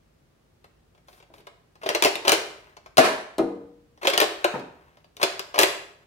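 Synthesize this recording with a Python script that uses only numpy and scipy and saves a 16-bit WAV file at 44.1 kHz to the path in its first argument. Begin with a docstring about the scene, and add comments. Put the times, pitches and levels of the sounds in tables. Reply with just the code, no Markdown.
"""Plastic scrapes and clacks, a snap with a hollow pop, a distant thump, then two more rounds of clacks.
A spring blaster is handled and primed close by on a stair landing: its slide rubs and hits its stops.
On firing, the plunger pops the barrel air, the spring rings and the dart thumps a door down the hall.
The slide is worked twice more. The hard-walled stairwell rings after every blow, over a faint rumble."""
import sys
import numpy as np
from scipy import signal
from scipy.fft import rfft, irfft, next_fast_len
from scipy.io import wavfile
from scipy.ndimage import map_coordinates

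SR = 44100
rng = np.random.default_rng(int(sys.argv[2]) if len(sys.argv) > 2 else 0)


def digitize_waveform(pressure):
    """Quantize a signal to 16-bit integers and store it at the path in sys.argv[1].

    Rows of a 2-D input are taken as channels; values are limited to [-1, 1].
    """
    field = np.atleast_2d(pressure).T
    bounded = np.clip(field, -1, 1)
    quanta = np.round(bounded * 32767).astype(np.int16)
    wavfile.write(sys.argv[1], SR, quanta)


N = 267378
T = np.arange(SR) / SR  # 1 s time axis
BRIEF = T[:SR // 6]  # time axis of one contact

# slide strokes, plastic on plastic: (start [s], end [s], level [dB])
SLIDE_STROKES = [(1.072, 1.216, -61), (1.336, 1.419, -59.5), (1.814, 2.006, -39.5), (2.244, 2.325, -35),
                 (4.014, 4.05, -37), (4.056, 4.166, -31), (4.41, 4.484, -44.5), (4.524, 4.606, -44.5),
                 (5.198, 5.238, -32.5), (5.384, 5.419, -60), (5.542, 5.652, -41)]


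def amp(db):
    return 10 ** (np.asarray(db) / 20)


def unit_rms(x):
    return x / np.sqrt(np.mean(x ** 2) + 1e-20)


def unit_hit(x):
    """Scale to the energy of 10 ms at rms 1."""
    return x / np.linalg.norm(x) * np.sqrt(SR / 100)


def curve(points, hz):
    """Interpolate (frequency [Hz], value) points on a log axis."""
    points_hz, values = np.transpose(points)
    return np.interp(np.log(hz + 1), np.log(points_hz), values)


def fade(t, t60_s):
    """Fall 60 dB in t60_s."""
    return np.exp(-np.log(1000) * t / np.maximum(t60_s, 1e-3))


def filtered(x, response):
    """Apply a complex frequency response."""
    n = x.shape[-1]
    n_fft = next_fast_len(n + 2048, True)
    return irfft(rfft(x, n_fft) * response(np.fft.rfftfreq(n_fft, 1 / SR)), n_fft)[..., :n]


def add(track, start_s, x):
    """Mix x into the track."""
    part = track[:, max(round(start_s * SR), 0):][:, :x.shape[-1]]
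    part += x[..., :part.shape[-1]]


def noise(spectrum, size):
    """Coloured noise, rms 1."""
    return unit_rms(filtered(rng.standard_normal(size), lambda hz: amp(curve(spectrum, hz))))


def burst(spectrum, envelope):
    """Short puff of coloured noise."""
    white = np.pad(rng.standard_normal(len(envelope)) * envelope, (16, 0))[:len(envelope)]
    return unit_hit(filtered(white, lambda hz: amp(curve(spectrum, hz))))


def ring(modes, t, rise_s, scatter_db=0, detune=0, blur_hz=0):
    """Damped modes; each blow lands elsewhere, so strengths and pitches may scatter."""
    hz, db, t60_s = np.transpose(modes)[:, :, None]
    gain = amp(db + scatter_db * rng.standard_normal(hz.shape))
    hz = hz * np.exp(detune * rng.standard_normal(hz.shape))
    # crowded neighbouring modes blur each line: its phase wanders
    drift = np.cumsum(rng.standard_normal((len(hz), len(t))), axis=1) * np.sqrt(2 * np.pi * blur_hz / SR)
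    waves = np.sin(2 * np.pi * (hz * t + rng.random(hz.shape)) + drift) * fade(t, t60_s)
    return unit_hit((gain * waves).sum(0) * (1 - np.exp(-t / rise_s)))


def diffuse(pair, alike_hz=750):
    """Sound from all sides: left and right agree only in the bass."""
    angle = lambda hz: np.arccos(np.exp(-(hz / alike_hz) ** 2)) / 2
    mid, side = filtered(pair, lambda hz: np.array([np.cos(angle(hz)), np.sin(angle(hz))]))
    return np.array([mid + side, mid - side])


def room_tone(level_db=-62):
    """Faint steady rumble of the house."""
    # rumble spectrum: (frequency [Hz], density [dB])
    spectrum = [(15, -46), (25, -30.5), (47, -4), (108, -9), (166, -8.5), (200, -18.5), (236, -12),
                (270, -17.5), (354, -14.5), (840, -24), (4870, -35.5), (14800, -44.5), (16000, -38.5)]
    return amp(level_db) * diffuse(np.array([noise(spectrum, N), noise(spectrum, N)]), alike_hz=300)


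def stairwell(x, gap_s=0.00095, build_s=0.0018, early_gain=2.5, early_t60_s=0.061):
    """Near walls and steps answer first, then a diffuse tail whose treble dies soonest."""
    # reverberation time: (frequency [Hz], t60 [s])
    decay = [(100, .5), (250, 0.6), (700, 0.57), (2000, 0.57), (5000, 0.5), (8000, 0.48), (15000, 0.39)]
    # reflection strength: (frequency [Hz], gain [dB])
    walls = [(80, -4), (300, 0), (3000, 0), (8000, -1), (15000, -4)]
    hz, t, bands = signal.stft(rng.standard_normal((2, len(T))), SR, nperseg=256)
    bands = bands * fade(t, curve(decay, hz)[:, None]) * amp(curve(walls, hz))[:, None]
    tail = diffuse(signal.istft(bands, SR, nperseg=256)[1][:, :len(T)])
    onset = 1 - np.exp(-np.maximum(T - gap_s, 0) / build_s)
    tail = tail * onset * (1 + early_gain * fade(T, early_t60_s))
    return signal.fftconvolve(x[None], tail / np.linalg.norm(tail[0]), axes=1)


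def heard(x, room_db, lead_s=0.0003253):
    """Direct sound, brighter and lead_s earlier on the left, plus the stairwell."""
    # the camera body shades the right port: (frequency [Hz], left minus right [dB])
    shade = [(300, 1.5), (1500, 3), (4000, 3.5), (8000, 6), (10500, 12), (15000, 15)]
    sides = np.array([[.5], [-.5]])
    ports = lambda hz: amp(sides * curve(shade, hz)) * np.exp(2j * np.pi * hz * lead_s * (sides - .5))
    direct = filtered(np.pad(x, (0, len(T) - 1)), ports)
    return direct + amp(room_db) * stairwell(x)


def brushing(edge_s=.012):
    """Skin hisses over the plastic as the grip shifts."""
    # hand movements: (start [s], end [s], level [dB])
    moves = [(1.068, 1.205, -67), (1.329, 1.42, -69)]
    # skin friction: (frequency [Hz], density [dB])
    spectrum = [(800, -7), (3000, 2), (7000, -1), (12000, -1.5), (16000, -8)]
    out = np.zeros((2, N))
    for start_s, end_s, db in moves:
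        touch = np.clip(np.minimum(T, end_s - start_s - T) / edge_s, 0, 1)
        add(out, start_s, heard(amp(db) * touch * noise(spectrum, len(T)), room_db=-6))
    return out


def bumps(low_hz=170, rise_s=.002, t60_s=0.08):
    """Soft, dull knocks, heard mostly through the room."""
    # bumps: (time [s], level [dB], low-pass corner [Hz])
    hits = [(1.3, -50, 604), (1.39, -53, 700), (3.619, -49, 160), (4.538, -25.5, 1210), (4.55, -29.5, 620),
            (4.588, -34.5, 493), (4.635, -43, 726)]
    envelope = fade(BRIEF, t60_s) * (1 - np.exp(-BRIEF / rise_s))
    out = np.zeros((2, N))
    for time_s, db, high_hz in hits:
        band = lambda hz: 1 / (1 + (hz / high_hz) ** 3) * hz ** 3 / (hz ** 3 + low_hz ** 3)
        thud = unit_rms(filtered(rng.standard_normal(len(BRIEF)), band)) * envelope
        add(out, time_s, heard(amp(db) * thud, room_db=1.5, lead_s=0))
    return out


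def click(treble_db, snap=0, chatter_t60_s=.03, ribs_db=-9, split_hz=6500):
    """A crack rings the ribs: a free snap (1) is sudden; a dull contact (0) starts slowly, chatters."""
    # contact crack: (frequency [Hz], density [dB])
    spectrum = [(100, -20), (300, -11), (700, -2), (1500, -.5), (2700, 1), (4500, -2), (8000, -2.5),
                (10000, -3), (13000, -7), (16000, -12)]
    # modes of the thin ribs and catch: (frequency [Hz], level [dB], t60 [s])
    rib_modes = [(1818, -3.5, 0.068), (2253, -0.5, 0.029), (2400, -1, 0.017), (2862, -7, .02),
                 (3500, -5.5, 0.006), (4510, 2, 0.054)]
    rise_s = .00025 * amp(-treble_db * (1 - snap))
    decay = (1 - .7 * snap) * fade(BRIEF, chatter_t60_s) + fade(BRIEF, t60_s=.011)
    envelope = decay * (1 - np.exp(-BRIEF / rise_s))
    shelf = lambda hz: amp(treble_db * hz ** 4 / (hz ** 4 + split_hz ** 4))
    crack = unit_hit(filtered(burst(spectrum, envelope), shelf))
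    return crack + amp(ribs_db) * ring(rib_modes, BRIEF, rise_s, scatter_db=2, detune=.1, blur_hz=450)


def knock(centre_hz, focus_db=5.0):
    """The hollow shell rings; the place of the blow favours modes near one pitch."""
    # shell modes: (frequency [Hz], level [dB], t60 [s])
    shell_modes = [(331, -6.5, 0.075), (387.8, -2.5, 0.084), (439.7, -3.5, 0.057), (531, -3.5, 0.045),
                   (596, -2.5, 0.078), (693.5, -5.5, 0.088), (784.4, -3.5, 0.039), (895, -4, 0.04),
                   (1053.6, 5, 0.026), (1272, 0.5, 0.034), (1590, -3, .04)]
    modes = [(hz, db - focus_db * np.log2(hz / centre_hz) ** 2, t60_s) for hz, db, t60_s in shell_modes]
    return ring(modes, BRIEF, rise_s=0.0029, scatter_db=1.3, detune=.025)


def clack(click_db, knock_db, treble_db, centre_hz, snap=0, lag_s=0):
    """One plastic contact: click, then shell knock. Snap (0-1) makes the click louder and drier."""
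    click_trim_db, knock_trim_db = -3.5 + 2 * snap, -3
    crack = amp(click_db + click_trim_db) * click(treble_db, snap)
    thud = amp(knock_db + knock_trim_db) * knock(centre_hz)
    thud = np.pad(thud, (round(lag_s * SR), 0))[:len(BRIEF)]
    return heard(crack, room_db=-1.5 - 3.5 * snap) + heard(thud, room_db=-7)


def ticks():
    """Parts shift lightly in the hand."""
    # light contacts: (time [s], level [dB])
    hits = [(0.642, -41), (0.948, -51.5), (0.977, -51), (1.083, -40), (1.178, -48.5), (1.225, -44),
            (1.338, -40), (1.468, -31), (1.754, -45.5), (2.767, -35), (2.86, -35), (3.975, -46),
            (4.97, -45), (5.043, -45.5)]
    out = np.zeros((2, N))
    for time_s, db in hits:
        add(out, time_s, clack(db - 12.5, db - 7.5, treble_db=-17.5, centre_hz=885, snap=0.41))
    return out


def sliding(grain_db=5, slips_per_s=450):
    """The slide sticks and slips in tiny grains; pressure eases at the end of each stroke."""
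    # plastic friction: (frequency [Hz], density [dB])
    spectrum = [(100, -34), (380, 1), (650, 2.5), (1300, 3.5), (2800, -5.5), (5000, -16.5), (9000, -25),
                (16000, -27)]
    t = T[:len(T) // 2]
    out = np.zeros((2, N))
    for start_s, end_s, db in SLIDE_STROKES:
        roughness = map_coordinates(rng.standard_normal(len(t)), [t * slips_per_s], order=1)
        grains = unit_rms(amp(grain_db * roughness))
        pressure = np.interp(t / (end_s - start_s), [0, .25, .85, 1], [0.55, 0.61, 0.46, 0.07])
        add(out, start_s, amp(db) * heard(pressure * grains * noise(spectrum, len(t)), room_db=-7))
    return out


def rattle(count=2, above_rub_db=3.5, scatter_db=4.5):
    """Loose parts touch at random once a stroke is under way, scaled to its rubbing."""
    out = np.zeros((2, N))
    for start_s, end_s, rub_db in SLIDE_STROKES:
        for k in range(count):
            time_s = np.interp(k + rng.random(), [-1, count], [start_s, end_s])
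            db = rub_db + above_rub_db + scatter_db * rng.standard_normal()
            add(out, time_s, clack(db, db, treble_db=-17.5, centre_hz=660))
    return out


def jolts():
    """The slide lurches against its guides and knocks the shell dully."""
    # lurches: (time [s], level [dB], knock centre [Hz])
    hits = [(1.832, -31.5, 720), (1.86, -22, 450), (1.901, -23, 430), (2.25, -23.5, 840),
            (2.2724, -20, 780), (4.029, -35, 640), (4.0507, -19.5, 750), (4.151, -27.5, 540),
            (4.477, -33.5, 600), (5.5418, -26.5, 810), (5.5575, -25, 740), (5.579, -18, 790)]
    out = np.zeros((2, N))
    for time_s, db, centre_hz in hits:
        add(out, time_s, clack(db - 7, db, treble_db=-21.5, centre_hz=centre_hz))
    return out


def snaps():
    """The catch jumps over its teeth and the trigger lets go."""
    # releases: (time [s], level [dB])
    hits = [(1.8894, -21.5), (2.023, -15.5), (2.0378, -19.5), (2.1545, -27.5), (2.2796, -13.5),
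            (2.293, -15), (2.9703, -21.5), (4.1, -25.5), (4.1764, -15), (4.2011, -16), (5.1668, -43),
            (5.3935, -29)]
    out = np.zeros((2, N))
    for time_s, db in hits:
        add(out, time_s, clack(db, db - 3, treble_db=-12.5, centre_hz=700, snap=.9))
    return out


def slams(rebounds=3, gap_s=.0095, gap_spread=.15, hard_db=-13.5):
    """Slide or plunger hits a stop, brighter when harder; the parts rebound, ever weaker."""
    # stop impacts: (time [s], click [dB], knock [dB], knock centre [Hz], clatter t60 [s])
    hits = [(1.9483, -19, -21.5, 467, 0.05), (2.0474, -15, -12.5, 534, 0.14),
            (2.3183, -14.5, -14.5, 530, 0.16), (2.98, -16, -10.5, 600, 0.049),
            (4.071, -15, -16, 581, 0.066), (4.213, -17.5, -15, 570, 0.19), (4.4427, -19, -12, 684, 0.041),
            (5.229, -15.5, -16.5, 537, 0.052), (5.5886, -12, -14.5, 650, 0.42),
            (5.6313, -14, -15.5, 522, 0.056)]
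    out = np.zeros((2, N))
    for time_s, click_db, knock_db, centre_hz, clatter_t60_s in hits:
        treble_db = -7.5 + 1.6 * min(click_db - hard_db, 0)
        add(out, time_s, clack(click_db, knock_db, treble_db, centre_hz, snap=.5, lag_s=0.003026))
        for delay_s in np.cumsum(gap_s * np.exp(gap_spread * rng.standard_normal(rebounds))):
            rebound = clack(click_db - 4, knock_db - 0.5, treble_db, centre_hz)
            add(out, time_s + delay_s, fade(delay_s, clatter_t60_s) * rebound)
    return out


def spring():
    """The released coil strikes its tube and rings."""
    # coil strikes: (time [s], level [dB])
    hits = [(3.014, -25), (3.054, -27.5)]
    # coil modes: (frequency [Hz], level [dB], t60 [s])
    coil_modes = [(1685, -9, 0.42), (2200, -19, 0.41), (2462, 1, 0.086), (2817, -8.5, 0.25)]
    out = np.zeros((2, N))
    for time_s, db in hits:
        twang = ring(coil_modes, T, rise_s=.002, scatter_db=1.6, blur_hz=11)
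        add(out, time_s, heard(amp(db) * twang, room_db=-4))
    return out


def dart(time_s=3.382, panel_db=-13, slap_db=-23, tick_db=-39, panel_top_hz=900):
    """The foam dart ticks and slaps against the far door, whose panel booms."""
    # door panel modes: (frequency [Hz], level [dB], t60 [s])
    door_modes = [(195, -16, 0.78), (233.4, -13, 0.59), (291, -11.5, 0.86), (328.7, 3, 0.39),
                  (359.8, -1.5, 0.36), (418, -7, 0.25), (471, -7, 0.75), (526, -5, 0.15), (644, 3, 0.16),
                  (760, -8, 0.31)]
    # foam slap: (frequency [Hz], density [dB])
    spectrum = [(120, -12), (330, 4), (600, 5.5), (1000, -4), (1700, -17.5), (3000, -25.5), (7000, -38.5),
                (16000, -50)]
    out = np.zeros((2, N))
    panel = ring(door_modes, T, rise_s=.014, blur_hz=9)
    panel = filtered(panel, lambda hz: 1 / (1 + (hz / panel_top_hz) ** 8))
    add(out, time_s, heard(amp(panel_db) * panel, room_db=-13, lead_s=0))
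    slap = burst(spectrum, T * fade(T, t60_s=.06))
    add(out, time_s, heard(amp(slap_db) * slap, room_db=2, lead_s=0))
    add(out, time_s, heard(amp(tick_db) * click(treble_db=-8), room_db=-3.5, lead_s=0))
    return out


def shot(time_s=2.980, echo_s=3.025, pulse_s=.0015, pop_db=-6, puff_db=-14, pulse_db=-19, echo_db=-15):
    """The plunger slams home: the barrel pops and a puff of air leaves the muzzle."""
    # air modes of plunger tube and barrel: (frequency [Hz], level [dB], t60 [s])
    barrel_modes = [(149, -10, .12), (263, -5, 0.13), (349.6, -12.5, 0.34), (446, -11.5, 0.2),
                    (461, -10, 0.11), (643, 7, 0.14), (681, 5.5, 0.03), (742, -2.5, .12), (897, -20, .12),
                    (1132, -7.5, 0.071), (1290, -24, .15), (1737, -7.5, 0.26), (1766, -18, 0.6)]
    # muzzle puff: (frequency [Hz], density [dB])
    spectrum = [(100, -17.5), (300, 2.5), (700, 4.5), (1700, -0.5), (3000, -5.5), (5000, -10.5),
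                (7000, -16.5), (10000, -16), (16000, -29)]
    out = np.zeros((2, N))
    add(out, time_s, heard(amp(pop_db) * ring(barrel_modes, T, rise_s=.005), room_db=-8))
    add(out, time_s, heard(amp(puff_db) * burst(spectrum, fade(T, t60_s=0.14)), room_db=0))
    pressure_pulse = (1 - T / pulse_s) * np.exp(-T / pulse_s)
    add(out, time_s, amp(pulse_db) * pressure_pulse)
    # the muzzle points down the hall, which throws the puff back late and blurred
    add(out, echo_s, amp(echo_db) * stairwell(burst(spectrum, T * fade(T, t60_s=.1))))
    return out


def scene():
    contacts = snaps() + slams() + jolts() + ticks() + rattle()
    return contacts + sliding() + brushing() + shot() + spring() + dart() + bumps() + room_tone()


def record(dry, low_hz=40, top_hz=15850):
    """The camera rounds the highest peaks, thins the deep bass and cuts off above its band limit."""
    rounded = dry / (1 + np.abs(dry) ** 4) ** (1 / 4)
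    return filtered(rounded, lambda hz: 1j * hz / (low_hz + 1j * hz) / (1 + (hz / top_hz) ** 200))


dry = scene()
out = record(dry)
digitize_waveform(out)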